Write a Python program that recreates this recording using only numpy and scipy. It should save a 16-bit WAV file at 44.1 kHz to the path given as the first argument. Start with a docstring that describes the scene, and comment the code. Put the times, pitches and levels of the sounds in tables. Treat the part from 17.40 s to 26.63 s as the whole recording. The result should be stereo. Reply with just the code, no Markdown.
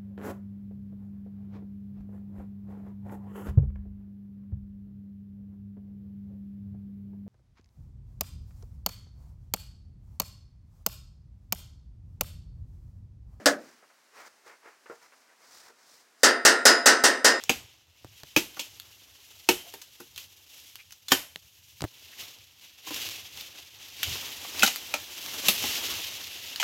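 """A machete hacks a leafy limb off a tree, a few metres away, on a calm day.
Each bite splits green fibres and rings the limb and the steel. Green wood creaks; a soft crunch, as of
a step on dry litter, and a faint knock come before the limb is pulled down in a few loud cracks.
Leaves rustle by tapping one another and twigs snap throughout; light wind and a few handling knocks
reach the microphone."""
import sys
import numpy as np
from scipy import signal
from scipy.fft import rfft, irfft
from scipy.io import wavfile

SR = 44100
rng = np.random.default_rng(int(sys.argv[2]) if len(sys.argv) > 2 else 0)


def master(y):
    """Save y as 16-bit WAV."""
    cut = np.clip(np.atleast_2d(y).T, -1, 1)
    pcm = np.round(cut * 32767)  # scale
    wavfile.write(sys.argv[1], SR, pcm.astype(np.int16))


N = 407249
T = np.arange(N) / SR
AGE_S = T[:SR // 2]   # time since a contact


def from_db(db):
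    """Decibels to gain."""
    return 10 ** (np.asarray(db) / 20)


def unit_rms(x):
    """Scale to rms 1."""
    return x / np.sqrt(np.mean(x ** 2) + 1e-20)


def curves(rows):
    """Interpolate each column over the times in the first."""
    times_s, *columns = np.transpose(rows)
    return [np.interp(T, times_s, column) for column in columns]


def db_at(spectrum, hz):
    """Read a spectrum on a log-frequency axis."""
    knots_hz, db = np.transpose(spectrum)
    return np.interp(np.log(hz + 1e-3), np.log(knots_hz), db)


def colour(x, *spectra):
    """Minimum-phase filter; the (freq_hz, gain_db) spectra add."""
    size = 4096
    hz = np.fft.rfftfreq(size, 1 / SR)
    cepstrum = irfft(np.log(from_db(sum(db_at(spectrum, hz) for spectrum in spectra))))
    cepstrum[1:size // 2] *= 2
    cepstrum[size // 2 + 1:] = 0
    response = irfft(np.exp(rfft(cepstrum)))
    return signal.fftconvolve(np.atleast_2d(x), response[None], axes=-1)[:, :x.shape[-1]]


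def resonance(hz, gain_db, width_ratio):
    """Spectrum with one peak."""
    return [(hz / width_ratio, 0), (hz, gain_db), (hz * width_ratio, 0)]


def drift(rate_hz):
    """Random wavering, rms 1."""
    knots = rng.standard_normal(N // 40)
    return unit_rms(np.interp(T * rate_hz, np.arange(len(knots)), knots))


def panned(x, pan_db):
    """Constant-power pan; pan_db is left minus right."""
    sides = np.array([from_db(pan_db / 2), from_db(-pan_db / 2)]).reshape(2, -1)
    return x * sides / np.sqrt(np.mean(sides ** 2, axis=0))


def add(out, start_s, sound):
    """Mix a sound into out."""
    i = round(start_s * SR)
    out[:, i:i + sound.shape[-1]] += sound[:, :N - i]


def swell(peak_s, db, rise_s, fall_s):
    """Power envelope: Gaussian rise, exponential fall."""
    late_s = T - peak_s
    decay = np.where(late_s < 0, (late_s / rise_s) ** 2, late_s / fall_s)
    return from_db(db) ** 2 * np.exp(-2 * np.minimum(decay, 20))


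def grove(x, pan_db, wet_db):
    """Trunks and ground scatter sound back at once; the crowns return a faint, longer wash."""
    early_t60_s, late_db, late_t60_s = .1, -20, .35
    fade = from_db(-60 * AGE_S / early_t60_s) + from_db(late_db - 60 * AGE_S / late_t60_s)
    onset = 1 - np.exp(-(AGE_S / .00059) ** 2)
    mid, side = rng.standard_normal((2, len(AGE_S))) * from_db(wet_db) * fade * onset
    side = colour(side, [(200, -10.5), (900, -5.5), (2500, 6)])   # long waves reach both ports alike
    echo = signal.fftconvolve(np.atleast_2d(x), mid + side * [[1], [-1]], axes=-1)[:, :x.shape[-1]]
    return panned(x + echo, pan_db)


# Limb sway: time_s, relative_hiss_db
SWAY = [(0.0, -46.5), (0.5, -61), (0.8, -52.5), (1.16, -52), (1.67, -54), (2.11, -52.5), (3.3, -57),
        (3.5, -60), (3.85, -58.5), (4.24, -59), (4.81, -49), (5.24, -60), (5.5, -49.5), (5.63, -48),
        (6.35, -50), (6.79, -41), (7.15, -38), (7.62, -43), (7.9, -37), (8.28, -33.5), (8.89, -39.5),
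        (9.23, -41)]
# Sprays of leaves brushed or jerked: peak_s, hiss_db, fall_s
BRUSHES = [(0.018, -47.5, .06), (1.24, -47.5, 0.11), (2.284, -48.5, .1), (2.803, -45.5, 0.045),
           (3.192, -49, .11), (3.719, -36.5, .025), (4.813, -37.5, 0.037), (4.885, -45, 0.049),
           (5.25, -47, 0.05), (5.49, -39.5, 0.054), (5.562, -34.5, 0.069), (5.682, -35.5, .14),
           (6.009, -40, 0.071), (6.19, -42.5, 0.04), (6.44, -46, .08), (6.72, -32.5, 0.14),
           (7.235, -31, .06), (8.076, -29.5, 0.033), (8.312, -33.5, 0.22), (8.519, -32.5, 0.073)]


def leaf_level_db():
    """The swaying limb and each brush through the leaves add in power."""
    sway_db, = curves(SWAY)
    brushes = sum(swell(peak_s, db, .79 * fall_s, fall_s) for peak_s, db, fall_s in BRUSHES)
    return 10 * np.log10(from_db(sway_db + 1) ** 2 + brushes)


def contacts(per_s, spread_db):
    """Random taps: many light, few hard; rms 1."""
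    sizes = from_db(spread_db * np.minimum(rng.exponential(1, N), 5)) * rng.choice([-1, 1], N)
    return unit_rms(sizes * (rng.random(N) < per_s / SR))


def rustle(spectrum, per_s, near_db, flutter_db):
    """Single leaf taps on either side over a diffuse wash from the crown."""
    taps = np.array([contacts(per_s * from_db(2 * drift(50)), spread_db=2) for side in range(2)])
    wash = rng.standard_normal((2, N))
    return unit_rms(colour(from_db(near_db) * taps + wash, spectrum)) * from_db(flutter_db * drift(70))


def stalks(per_s, q, sizes=14):
    """Stalks knock together, each size ringing briefly at its own pitch; rms 1."""
    ticks = 0
    for hz in np.geomspace(1700, 6800, sizes):
        knocks = contacts(per_s / sizes, spread_db=1) + 1e-18
        ticks = ticks + signal.lfilter(*signal.iirpeak(hz, q, fs=SR), knocks) / np.sqrt(hz)
    ticks = unit_rms(ticks)
    right_lag_s = .00021
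    return np.array([ticks, np.roll(ticks, round(right_lag_s * SR))])


# Moving foliage: time_s, relative_pan_db, treble_db, relative_swish_db
FOLIAGE_MIX = [(0.4, 2.5, -3, -14.5), (0.8, 0, 4, -15.5), (4.35, 2.5, 10, -15.5), (4.6, 7, 6, -14.5),
               (6.6, 6, 2.5, -16), (7.1, 0.5, 3.5, -14), (8.15, 4, 6.5, -14.5), (8.7, 8, 3.5, -16)]
# Leaf hiss: freq_hz, density_db
LEAF_SPECTRUM = [(880, -42.5), (1500, -16.5), (2100, -6.5), (2410, -5), (2740, 0.5), (3220, 0),
                 (4460, -5.5), (5940, -4.5), (6890, -7), (8830, -17.5), (12900, -10.5), (15100, -15.5),
                 (16000, -20)]
# Twig swish: freq_hz, density_db
SWISH_SPECTRUM = [(70, -26.5), (150, -7.5), (300, -0.5), (600, -3), (850, -2.5), (1600, -5), (2200, -7),
                  (3200, -21)]


def foliage(hiss_db):
    """Leaves hiss, twigs swish, stalks tick; harder shaking brings more contacts."""
    pan_db, treble_db, swish_db = curves(FOLIAGE_MIX)
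    per_s = 7000 * from_db(.7 * (hiss_db - hiss_db.max()))
    hiss = rustle(LEAF_SPECTRUM, per_s, near_db=-7, flutter_db=1.5)
    treble = signal.sosfilt(signal.butter(1, 8000, "high", fs=SR, output="sos"), hiss)
    ticks = from_db(-11) * stalks(per_s=110, q=8)
    hiss = hiss + (from_db(treble_db) - 1) * treble + ticks
    swish = rustle(SWISH_SPECTRUM, per_s, near_db=-5, flutter_db=2)
    swish = .5 * swish + 1.466 * swish[::-1]   # both ports share longer waves
    return from_db(hiss_db) * (panned(hiss, pan_db - 3) + from_db(swish_db) * swish)


# Snapping thin wood: freq_hz, density_db
TWIG_SPECTRUM = [(100, -23.5), (500, -18.5), (1200, -6), (2000, -4.5), (3000, 1), (6500, -2), (9000, -10.5),
                 (12500, -4), (16000, -7.5)]


def twiglets(hiss_db):
    """Tiny twigs snap at random, louder as the foliage moves harder."""
    snaps = colour(contacts(per_s=16, spread_db=2.5), TWIG_SPECTRUM)
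    return from_db(hiss_db - 13) * unit_rms(grove(snaps, pan_db=5, wet_db=-35))


# Wind on the microphone: freq_hz, density_db
RUMBLE_SPECTRUM = [(25, -53.5), (50, -9), (90, 1.5), (130, -8), (200, -19), (1500, -81)]
# Soft buffets: peak_s, level_db
BUFFETS = [(0.18, -49), (0.64, -49), (6.69, -45), (8.23, -46)]


def wind(hiss_db, calm_db=-68, draught_db=-23):
    """Lumpy rumble from light air, the limb's draught and single buffets."""
    buffets = sum(swell(peak_s, db, rise_s=.032, fall_s=.059) for peak_s, db in BUFFETS)
    level = np.sqrt(from_db(calm_db) ** 2 + from_db(hiss_db + draught_db) ** 2 + buffets)
    lumps = from_db(3 * drift(20))
    air = rng.standard_normal(N) + .67 * rng.standard_normal((2, N))   # shared plus per port
    return level * lumps * unit_rms(colour(air, RUMBLE_SPECTRUM))


def crackle(decay_s, spread_db, rise_s):
    """A dying run of uneven clicks, as of breaking fibres; energy 1."""
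    n = len(AGE_S)
    sizes = from_db(spread_db * np.repeat(rng.standard_normal(n), 16)[:n].clip(-2, 2))
    envelope = np.exp(-AGE_S / decay_s) * (1 - np.exp(-AGE_S / rise_s))
    run = rng.standard_normal(n) * sizes * envelope
    return run / np.sqrt(np.sum(run ** 2))


# Twig snaps: start_s, relative_level_db, relative_pan_db, splinter_re_snap_db, pitch_hz
TWIG_SNAPS = [(0.038, -14, 8, -23.5, 6240), (1.399, -17.5, 6, -17, 3340), (2.416, -28, 3, 8.5, 6100),
              (2.761, -22, 18, -6, 2700), (2.778, -17, 13, 0, 2300), (3.356, -19.5, 10, -7, 3200),
              (3.508, -28, 13, -5.5, 2800), (3.522, -28.5, 6, 6.5, 6000), (3.683, -28.5, 5, 16, 6800),
              (3.71, -20, -21, 11, 3500), (5.544, -14, 3, -11, 6000), (5.973, -22, 14, -2, 3000),
              (6.01, -21, 8, -6, 5000), (6.631, -3.5, 10.5, -1, 3240), (7.1945, -6.5, 11, -4, 3900),
              (7.3597, -8, 12, -10, 4200), (9.16, -13, 16, -19, 4000)]


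def twigs():
    """Thin wood gives way in one sharp snap; green twigs splinter briefly after it."""
    out = np.zeros((2, N))
    for start_s, level_db, pan_db, splinter_db, pitch_hz in TWIG_SNAPS:
        snap = crackle(decay_s=.0007, spread_db=0, rise_s=.0001)
        splinters = from_db(splinter_db) * crackle(decay_s=.007, spread_db=5, rise_s=.001)
        twig = colour(snap + splinters, TWIG_SPECTRUM, resonance(pitch_hz, gain_db=5, width_ratio=1.56))
        add(out, start_s, grove(from_db(level_db + 9.5) * twig, pan_db - 9, wet_db=-34.5))
    return out


def ring(modes, force, pitch_spread, build_cycles):
    """Damped modes under a force spectrum; pitches shift with the grip, low modes build up later."""
    hz, level_db, t60_s = np.transpose(modes)[:, :, None]
    hz = hz * (1 + pitch_spread * rng.standard_normal(hz.shape))
    swing = np.sin(2 * np.pi * (hz * AGE_S + rng.random(hz.shape)))
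    decay = from_db(level_db + db_at(force, hz) - 60 * AGE_S / t60_s)
    onset = 1 - np.exp(-(AGE_S * hz / build_cycles) ** 2)
    return np.sum(decay * swing * onset, axis=0)


def shiver(force, t60_s):
    """Jolted leaves hiss for a moment."""
    envelope = from_db(-60 * AGE_S / t60_s) * (1 - np.exp(-AGE_S / .003))
    spectrum = [(100, -2.5), (400, -3), (1200, -8.5), (2000, -4), (2900, -.5), (4300, -5),
                (6800, -3.5), (9000, -8), (12500, 1), (16000, -13.5)]
    return colour(rng.standard_normal((2, len(AGE_S))) * envelope, force, spectrum)


# Splitting fibres: freq_hz, density_db
SPLIT_SPECTRUM = [(35, -32), (100, -1.5), (250, 7.5), (500, 4.5), (1000, 4.5), (1900, 3.5), (2900, 6.5),
                  (4200, 1), (6500, 4), (8000, -4), (9200, -6), (12300, 2.5), (16000, -3.5)]
# Limb modes common to all blows: pitch_hz, relative_level_db, t60_s
LIMB_MODES = [(215, -14, 0.11), (300, -9, .1), (366, -10, .1), (462.8, -10.5, .11), (577, -16, .07),
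              (793, -14, 0.064), (923, -16.5, 0.065)]


def split_wood(blow, pan_db):
    """Fibres split, a splinter is flicked, wood thuds and rings, leaves shiver."""
    crack_db, thud_db, knock_db, fizz_db, thud_hz, knock_hz, splinter_hz, splinter_db, split_s = blow
    force_db = crack_db + np.array([thud_db, knock_db, knock_db, 0, 0, fizz_db])
    force = list(zip([420, 620, 1700, 2400, 7500, 10000], force_db))
    first_break = crackle(decay_s=.0015, spread_db=2, rise_s=.0004)
    bite = crackle(split_s, spread_db=4, rise_s=.0012) + .6 * first_break
    splinter_peak = resonance(splinter_hz, gain_db=4, width_ratio=1.25)
    crack = from_db(30.7) * colour(bite, force, SPLIT_SPECTRUM, splinter_peak)
    splinter = ring([(splinter_hz, splinter_db, .025)], force, pitch_spread=.0043, build_cycles=.61)
    # The thud is the main bending mode; its pitch depends on where the wood is hit.
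    modes = [(thud_hz, 0, .071), (knock_hz, -3.5, .036), *LIMB_MODES]
    wood = ring(modes, force, pitch_spread=.006, build_cycles=1)
    leaves = panned(from_db(3.5) * shiver(force, t60_s=.34), pan_db)
    return grove(crack + from_db(9.5) * (splinter + wood), pan_db, wet_db=-32) + leaves


def blade(modes, level_db, chatter_db=2.5, chatter_hz=120):
    """Steel rings on after a contact, roughened by chatter against the wood."""
    steel = ring(modes, [(3000, level_db)], pitch_spread=0, build_cycles=3)
    return steel * from_db(chatter_db * drift(chatter_hz)[:len(AGE_S)])


# Machete modes: pitch_hz, relative_level_db, t60_s
BLADE_MODES = [(2869, -6.5, .5), (3100, -1.5, .55), (3618, -8.5, .25)]
# Blade strokes: start_s, crack_db, thud_db, knock_db, fizz_db, thud_hz, knock_hz, splinter_hz,
# splinter_db, split_s, blade_db; crack_db sets the force, other levels are relative to it
CHOPS = [(0.094, -21, -1.5, .5, -7.5, 250, 740, 2550, -7, .0043, -26),
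         (0.963, -20, 1, -2, -4.5, 303.7, 893, 2490, 5.5, .01, -20),
         (1.169, -48, -3, 4.5, -5, 340, 1140, 1470, -1, 0.029, -20),
         (1.194, -30.5, -13.5, -14, -7, 345, 960, 2780, -7, 0.013, -21),
         (2.0885, -19, 1, 1, -3, 364, 915, 2700, -3, 0.0048, -16),
         (2.338, -46, -3.5, 2, 2, 399, 910, 1600, -8, .0066, -20),
         (2.602, -50, 6, 1.5, 2.5, 358, 880, 1504, 0, 0.008, -20),
         (3.7186, -17, -5.5, 2, -3, 283, 1520, 3080, 3, 0.0053, -24)]


def chops(pan_db=-1.2):
    """The blade bites into green wood or is worked loose."""
    out = np.zeros((2, N))
    for start_s, *blow, blade_db in CHOPS:
        wood = split_wood(blow, pan_db)
        steel = blade(BLADE_MODES, blow[0] + blade_db)
        add(out, start_s, wood + panned(steel, pan_db))
    return out


# Finger knocks: start_s, relative_tick_db, thump_db, thump_hz, pan_db
KNOCKS = [(0.646, -38, -32, 109, -18), (0.834, -27.5, -41, 137, -12), (3.959, -22, -42, 159, -21),
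          (4.407, -23, -37, 200, -25), (4.4193, -19, -19.5, 146, -20), (4.4398, -29, -15.5, 106, -17)]


def handling():
    """A finger on the microphone casing gives a dry tick, a low thump and a short rub."""
    tick_spectrum = [(600, 6), (1500, 10), (4500, 15), (9000, -5)]
    rub_spectrum = [(40, -29), (90, 13), (300, 35), (700, 28.5), (8000, 2)]
    out = np.zeros((2, N))
    for start_s, tick_db, thump_db, thump_hz, pan_db in KNOCKS:
        tick = colour(crackle(decay_s=.00087, spread_db=5, rise_s=.0001), tick_spectrum)
        thump = np.sin(2 * np.pi * thump_hz * AGE_S) * np.exp(-AGE_S / .0088)
        rub = colour(crackle(decay_s=.0066, spread_db=14, rise_s=.000078), rub_spectrum)
        knock = from_db(tick_db + 11) * tick + from_db(thump_db) * (thump + rub)
        add(out, start_s, panned(knock, pan_db))
    return out


# A squeak at 2.235 s as the blade is worked loose, green wood creaks, and one short faint knock at 7.045 s:
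# start_s, length_s, level_db, pitch_hz
CREAKS_AND_KNOCK = [(2.235, 0.066, -55, 680), (3.385, 0.03, -48, 2350), (4.725, 0.018, -52, 1900),
                    (7.045, .012, -37.5, 950), (8.491, .05, -44, 1160)]


def creaks_and_knock(pulses_per_s=420):
    """Uneven pulses ring one resonance: stick-slip creaks, and one run so short it is a knock."""
    out = np.zeros((2, N))
    for start_s, length_s, level_db, pitch_hz in CREAKS_AND_KNOCK:
        cycles = np.cumsum(pulses_per_s * from_db(3 * drift(300)[:len(AGE_S)])) / SR
        pulses = np.diff(np.floor(cycles), prepend=0)
        tone = unit_rms(signal.lfilter(*signal.iirpeak(pitch_hz, Q=5, fs=SR), pulses))
        envelope = np.sqrt(np.abs(np.sin(np.pi * np.minimum(AGE_S / length_s, 1))))
        add(out, start_s, grove(from_db(level_db) * tone * envelope, pan_db=2.5, wet_db=-34.5))
    return out


# Grazed blade modes: pitch_hz, level_db, t60_s
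GRAZE_MODES = [(3505, -30.5, .07), (4084, -31.5, .11), (7000, -39.5, .04)]


def graze(start_s=3.6825):
    """The blade clinks against a twig on its way in."""
    out = np.zeros((2, N))
    add(out, start_s, grove(blade(GRAZE_MODES, level_db=0), pan_db=1, wet_db=-37))
    return out


# Soft crunch (first two rows), then limb cracks and knocks; levels as in CHOPS:
# start_s, crack_db, thud_db, knock_db, fizz_db, thud_hz, knock_hz, splinter_hz, splinter_db, split_s
CRUNCH_AND_CRACKS = [(5.472, -48, -1, 5, -1, 328, 764, 1040, 5, 0.0066),
                     (5.506, -45.5, 3, 4, -2, 303, 610, 990, 4, 0.012),
                     (7.223, -27, -16, -10, -8, 300, 1430, 2590, 5.5, .0039),
                     (7.2315, -16.5, -12.5, -4, -4.5, 205, 792, 1450, 7, 0.0077),
                     (7.263, -26.5, -15, -13, -4.5, 262, 890, 3990, 6.5, .0054),
                     (7.275, -26, -24, -4, -11, 252, 710, 3050, -4, 0.0054),
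                     (7.5395, -29, -12.5, 3, -8, 290, 1350, 2440, 5, 0.0028),
                     (8.0837, -18.5, -13, -7, 1, 201, 1155, 3870, -6, 0.0084),
                     (8.239, -35.5, 0, 2, -7, 296, 860, 1820, -2, 0.002),
                     (9.1995, -26, -26, -7.5, -8.5, 303, 894, 3080, -1, 0.023),
                     (9.2275, -26.5, -10, 0.5, -14, 486, 710, 1400, 4, .0064)]


def crunch_and_cracks():
    """A soft crunch, as of a step on dry litter, then the limb cracks and knocks as it is pulled down."""
    out = np.zeros((2, N))
    for start_s, *blow in CRUNCH_AND_CRACKS:
        add(out, start_s, split_wood(blow, pan_db=-1))
    return out


def scene():
    """Breaking wood, moving foliage, and fingers and wind on the microphone."""
    hiss_db = leaf_level_db()
    events = chops() + graze() + crunch_and_cracks() + twigs() + creaks_and_knock()
    return events + foliage(hiss_db) + twiglets(hiss_db) + handling() + wind(hiss_db)


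# Microphone port mismatch: freq_hz, left_minus_right_db
PORT_MISMATCH = [(100, 4.5), (380, 0), (800, 4.5), (1300, 2), (2400, 8.5), (4400, 7), (8100, -2),
                 (15000, 1)]


def record(dry, low_cut_hz=37, high_cut_hz=16000):
    """Port colour, low cut, soft clipping, high cut."""
    sides = [colour(x, np.array(PORT_MISMATCH) * [1, share])[0] for x, share in zip(dry, (.5, -.5))]
    sides = signal.sosfilt(signal.butter(2, low_cut_hz, "high", fs=SR, output="sos"), sides)
    rounded = .96 * np.tanh(sides / 1.311)
    return signal.sosfilt(signal.ellip(10, .2, 80, high_cut_hz, fs=SR, output="sos"), rounded)


dry = scene()
out = record(dry)
master(out)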